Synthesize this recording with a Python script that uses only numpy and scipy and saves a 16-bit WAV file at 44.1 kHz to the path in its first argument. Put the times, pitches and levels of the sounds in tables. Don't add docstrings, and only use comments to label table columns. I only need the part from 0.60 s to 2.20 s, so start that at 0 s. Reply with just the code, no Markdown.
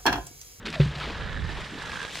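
import sys
import numpy as np
from scipy import signal
from scipy.fft import rfft, irfft
from scipy.io import wavfile

SR = 44100
rng = np.random.default_rng(int(sys.argv[2]) if len(sys.argv) > 2 else 0)


def generate_wav(sig):
    pcm = np.round(np.clip(np.atleast_2d(sig).T, -1, 1) * 32767).astype(np.int16)
    wavfile.write(sys.argv[1], SR, pcm)


N = 70560
TIME = np.arange(N) / SR
BINS = np.fft.rfftfreq(N, 1 / SR)
BUBBLE_RISE_S, TILT_PIVOT_HZ = 0.002, 1880

# pitch in Hz, peak in dB, t60 in seconds.
CAVITY_NOTES = [(142.9, -8, 0.19), (63.2, -23, 0.46), (381, -21.5, 0.098), (538, -21.5, 0.037)]
# delay in seconds, level against the direct note in dB.
PLUNK_ECHOES = [(0.06, -11.5), (0.089, -24), (0.127, -24), (0.163, -23), (0.21, -25)]
def plunk(start=0.1975, rise=0.0046):
    direct = sum(ring(start, hz, db, t60, rise) for hz, db, t60 in CAVITY_NOTES)
    hz, db, t60 = CAVITY_NOTES[0]
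    return direct + sum(ring(start + delay, hz, db + echo_db, t60, rise)
                        for delay, echo_db in PLUNK_ECHOES)


# start in seconds, hold in seconds, level in dB, t60 in seconds.
SPLASH_BURSTS = [(0.056, 0.0057, -34, 0.15), (0.079, 0.0096, -42.5, 0.062), (0.126, 0.033, -36, 0.016),
                 (.199, 0.0095, -33, 0.21), (0.356, 0.0055, -36, 0.026), (0.399, 0.043, -37.5, 0.67)]
# frequency in Hz, gain in dB.
SPLASH_EQ = [(100, -8), (350, -4.5), (700, -8), (1100, -2), (2100, 3), (3500, 1), (4600, -3), (5600, -14),
             (8500, -23.5), (11000, -33), (15500, -35)]
def splashes():
    level = sum(amp(db) * envelope(start, 0.0018, hold, t60) for start, hold, db, t60 in SPLASH_BURSTS)
    return level * flutter(rate_hz=400, depth=0.079) * coloured(patter(), SPLASH_EQ)


# start in seconds, level in dB, treble tilt in dB per octave.
SLAP_HITS = [(.0542, -29, -2), (0.0626, -28, 0), (0.0692, -24.5, -1.5), (0.1021, -35.5, 4.5),
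             (.127, -34, -1), (0.143, -35, 0), (.157, -31, -1.5), (.353, -32.5, -1.5), (.409, -43, -1),
             (0.457, -29.5, -3.5), (0.893, -38, -3), (1.009, -38, -5), (1.2246, -39, 3), (1.2597, -40, 3),
             (1.318, -32, -2), (1.416, -32, -5), (1.4286, -27.5, -1.5), (1.450, -25.5, -3.5),
             (1.485, -45, 0), (1.555, -26.5, 0.5), (1.5683, -44, 7), (1.5724, -30.5, -0.5),
             (1.5905, -32, 2)]
# frequency in Hz, gain in dB.
SLAP_EQ = [(200, -5), (900, -2.5), (2000, 4), (4000, -1), (6000, -7.5), (9500, -18), (15500, -57)]
def slaps(rise=0.000763, t60=0.015, crack_db=7):
    crack = amp(crack_db) * unit(amp(spectrum(SLAP_EQ, BINS)))
    fizz = coloured(white(), SLAP_EQ)
    out = 0
    for start, db, tilt in SLAP_HITS:
        burst = rfft(fizz * envelope(start, rise, 0, t60))
        delay = np.exp(-2j * np.pi * BINS * (start + rise))
        out += (burst - crack * delay) * amp(db + tilt * tilt_octaves(BINS))
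    return irfft(out, N)


# start in seconds, pitch in Hz, peak in dB, t60 in seconds,
# glide in octaves per second.
BUBBLE_NOTES = [(0.042, 208, -38.5, 0.75, 2.5), (0.071, 398, -32, 0.11, -16.5), (.086, 3620, -34, .035, -2),
                (0.09, 165.6, -36.5, 0.41, -1.5), (.135, 616, -38.5, 0.072, 12),
                (.16, 664, -32, 0.14, -6.5), (0.411, 1306, -31, 0.04, 1), (0.892, 358, -30, 0.029, -6),
                (.986, 366, -31.5, 0.03, 8), (1.238, 905, -31, 0.017, -10), (1.267, 1400, -30, 0.02, 8),
                (1.331, 1110, -28, 0.017, 17)]
def bubbles():
    return sum(ring(start, hz, db, t60, BUBBLE_RISE_S, glide)
               for start, hz, db, t60, glide in BUBBLE_NOTES)


# start in seconds, length in seconds, centre pitch in Hz, level in dB.
GURGLE_CLUSTERS = [(0.07, .035, 290, -42), (0.142, .04, 643, -48), (0.404, .05, 1124, -41),
                   (0.469, .035, 323, -39.5), (.48, .045, 967, -48), (.96, .06, 1040, -44),
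                   (1.006, .025, 1885, -43), (1.174, 0.046, 906, -47.5), (1.115, 0.072, 280, -41.5)]
def gurgles(count=8, spread_octaves=0.35, t60=0.02):
    out = np.zeros(N)
    for start, length, hz, db in GURGLE_CLUSTERS:
        onsets = start + length * (np.arange(count) + rng.random(count)) / count
        pitches = hz * 2 ** (spread_octaves * rng.permutation(np.linspace(-1, 1, count)))
        cluster = sum(ring(at, pitch, 0, t60, BUBBLE_RISE_S) for at, pitch in zip(onsets, pitches))
        out += amp(db) * unit(cluster) * np.sqrt(length * SR / N)
    return out


# time in seconds, level in dB, treble tilt in dB per octave.
SPRAY_RIDE = [(0, -58, 1), (.05, -54, -1), (.09, -48, 4.5), (.26, -40.5, 1.5), (.335, -42.5, 0),
              (.39, -38, 1), (.45, -38.5, -1), (.53, -40.5, -0.5), (.65, -41.5, -1), (.8, -46, 1),
              (.92, -40, 0.5), (1.01, -39.5, 1.5), (1.1, -41.5, 2), (1.25, -41.5, 2.5), (1.43, -41, 4),
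              (1.5, -42.5, 3.5), (1.56, -39.5, 6), (1.6, -41.5, 4.5)]
# frequency in Hz, gain in dB.
SPRAY_EQ = [(100, 8), (200, -2), (400, 7), (700, 1), (1100, 1), (1500, -1), (2400, -1), (3600, -3),
            (5000, -11), (8000, -19.5), (9500, -26), (11000, -33.5), (15500, -42.5)]
def spray():
    hz, times, frames = signal.stft(coloured(patter(), SPRAY_EQ), SR, nperseg=256)
    tilt = np.interp(times, TIME, curve(SPRAY_RIDE, column=2))
    frames = frames * amp(tilt_octaves(hz)[:, None] * tilt)
    shower = signal.istft(frames, SR, nperseg=256)[1][:, :N]
    return shower * amp(curve(SPRAY_RIDE)) * flutter(rate_hz=60, depth=0.15)


def patter(bands=48, base_drops_per_s=2800, spread_db=3, q=14, mist_hz=6110, mist_share=0.6):
    drops = np.zeros((2, N))
    for hz in np.geomspace(500, 14000, bands) * rng.uniform(.97, 1.03, bands):
        t = np.arange(0, 2 * q / hz, 1 / SR)
        drop = np.exp(-np.pi * t * hz / q) * np.sin(2 * np.pi * hz * t)
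        sizes = amp(spread_db * np.minimum(rng.exponential(1, (2, N)), 4))
        crowd = 1 + (hz / mist_hz) ** 4
        hits = sizes * random_ticks(crowd * base_drops_per_s / bands)
        drops += hz / np.sqrt(crowd) * signal.oaconvolve(hits, drop[None], axes=1)[:, :N]
    return np.sqrt(1 - mist_share) * unit(drops) + np.sqrt(mist_share) * white()


# time in seconds, level in dB, resonance in Hz,
# relative level of its singing core in dB.
ROPE_RIDE = [(0, -51, 1666, -8), (.5, -49.5, 1649, -6), (.64, -40, 1680, -6.5), (.72, -42, 1724, -1.5),
             (.8, -43.5, 1742, -3.5), (.9, -45.5, 1811, -3.5), (1.02, -45, 1900, -5),
             (1.1, -50.5, 1775, -4), (1.22, -42, 1678, -4), (1.37, -39.5, 1600, -1), (1.44, -38, 1629, -6),
             (1.5, -48, 1663, -3), (1.6, -65, 1620, -7)]
# frequency in Hz, gain in dB.
ROPE_EQ = [(200, -21), (500, 5.5), (680, -8.5), (900, 1.5), (1400, 4), (2400, -14), (2900, -1.5),
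           (3850, -0.5), (4600, -17), (8000, -23.5), (15000, -73)]
def rope(body_db=-3.5, hiss_db=-3.5, stereo_phase_rad=0.48):
    carrier = np.exp(2j * np.pi * np.cumsum(curve(ROPE_RIDE, column=2)) / SR)
    body = amp(body_db) * waver(width_hz=675)
    core = amp(curve(ROPE_RIDE, column=3)) * waver(width_hz=100)
    spread = np.exp(1j * stereo_phase_rad * np.array([[-.5], [.5]]))
    tone = (carrier * (body + core) * spread).real * pan(db=-7)
    hiss = amp(hiss_db) * coloured(white(), ROPE_EQ) * pan(db=-6)
    return (tone + hiss) * amp(curve(ROPE_RIDE)) * flutter(rate_hz=160, depth=0.42)


# time in seconds, level in dB, left minus right in dB.
WIND_RIDE = [(0, -43.5, 0), (.16, -47, -11), (.25, -31, -4), (.33, -48, -1), (.46, -40.5, 1), (.54, -38, 1),
             (.61, -35, -3), (.72, -36, -6.5), (.76, -31.5, -7), (.85, -32.5, -7), (.92, -37.5, -7),
             (1.02, -37.5, -3), (1.08, -51.5, -3), (1.29, -44, 1.5), (1.48, -50, 2), (1.6, -70, 4)]
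# frequency in Hz, gain in dB.
WIND_EQ = [(10, -25), (28, 0.5), (65, 4.5), (100, -3.5), (160, -3.5), (230, -13.5), (400, -29), (1000, -58),
           (4000, -90)]
# frequency in Hz, left-right correlation from 0 to 1.
WIND_CORRELATION = [(30, 0.28), (200, 0.73), (1000, 0.31)]
def wind():
    noise = coloured(white(), WIND_EQ, WIND_CORRELATION)
    rumble = unit(soften(signal.hilbert(noise)).real) * flutter(rate_hz=74, depth=0.22)
    return amp(curve(WIND_RIDE)) * rumble * pan(curve(WIND_RIDE, column=2))


# frequency in Hz, gain in dB.
RIVER_EQ = [(20, -27), (150, 5.5), (290, -0.5), (450, -1.5), (700, -6.5), (1600, -7), (3200, -16.5),
            (5000, -27), (9000, -40.5), (15000, -41)]
def river(level_db=-48):
    return amp(level_db) * coloured(white(), RIVER_EQ)


# frequency in Hz, gain in dB.
TAIL_EQ = [(50, 4), (1000, -21), (10000, -11)]
def banks(sound, return_db=-17):
    reflections = coloured(random_ticks(per_s=2700), TAIL_EQ)
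    tail = reflections * envelope(start=0.0534, rise=0.007, hold=0, t60=0.59)
    return amp(return_db) * signal.fftconvolve(sound, tail / np.linalg.norm(tail[0]), axes=1)[:, :N]


# frequency in Hz, left-right correlation from 0 to 1.
STEREO_CORRELATION = [(30, 0.65), (130, 1), (400, 1), (1000, 0.71), (2000, 0.96), (4000, 0.99),
                      (8000, 0.32), (14000, 0.27)]
def coloured(pair, eq, correlation=STEREO_CORRELATION):
    a, b = rfft(pair) * amp(spectrum(eq, BINS))
    shared = spectrum(correlation, BINS)
    mid, side = a * np.sqrt(1 + shared), b * np.sqrt(1 - shared)
    return unit(irfft(np.array([mid + side, mid - side]), N))


def ring(start, hz, db, t60, rise, glide=0):
    age = np.clip(TIME - start, 0, t60)
    cycles = np.cumsum(hz * 2 ** (glide * age) * (TIME > start)) / SR
    return -amp(db) * envelope(start, rise, 0, t60) * np.sin(2 * np.pi * cycles)


def envelope(start, rise, hold, t60):
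    age = TIME - start
    release = np.exp(-np.log(1000) * np.maximum(age - max(hold, rise), 0) / t60)
    return np.clip(age / rise, 0, 1) * release


def flutter(rate_hz, depth):
    slow = unit(irfft(rfft(rng.standard_normal(N)) / (1 + (BINS / rate_hz) ** 4), N))
    return unit(np.exp(depth * slow))


def waver(width_hz):
    band = signal.sosfilt(signal.butter(2, width_hz / 2, fs=SR, output="sos"), white())
    motion = soften(band[0] + 1j * band[1])
    return motion / np.std(motion.real)


def soften(noise, crest=1.8):
    return noise / np.sqrt(1 + (unit(abs(noise)) / crest) ** 2)


def random_ticks(per_s):
    return np.sign(white()) * (rng.random((2, N)) < per_s / SR)


def white():
    return rng.standard_normal((2, N))


def curve(rows, column=1):
    rows = np.array(rows)
    return np.interp(TIME, rows[:, 0], rows[:, column])


def spectrum(points, hz):
    point_hz, value = np.transpose(points)
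    return np.interp(np.log(hz + 1), np.log(point_hz + 1), value)


def tilt_octaves(hz):
    return np.log2(np.maximum(hz, 300) / TILT_PIVOT_HZ)


def pan(db):
    return amp(np.array([[.5], [-.5]]) * db)


def amp(db):
    return 10 ** (np.asarray(db) / 20)


def unit(x):
    return x / np.sqrt(np.mean(x ** 2) + 1e-20)


def scene():
    water = splashes() + slaps() + bubbles() + gurgles()
    return plunk() + water + banks(water) + spray() + rope() + wind() + river()


# time in seconds, width from 0 (mono) to 1 (full).
WIDTH_RIDE = [(0, 0.01), (.28, 0.027), (.45, 0.18), (.62, 0.81), (1.6, 1)]
def record(dry, top_hz=7000, top_width=0.52, cutoff_hz=15700):
    mid, side = (dry[0] + dry[1]) / 2, (dry[0] - dry[1]) / 2
    top = irfft(rfft(side) * BINS ** 4 / (BINS ** 4 + top_hz ** 4), N)
    width = curve(WIDTH_RIDE)
    side = width * side + (1 - width) * top_width * top
    lowpass = signal.firwin(511, cutoff_hz, window=("kaiser", 9), fs=SR)
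    return signal.oaconvolve(np.array([mid + side, mid - side]), lowpass[None], "same")


dry = scene()
out = record(dry)
generate_wav(out)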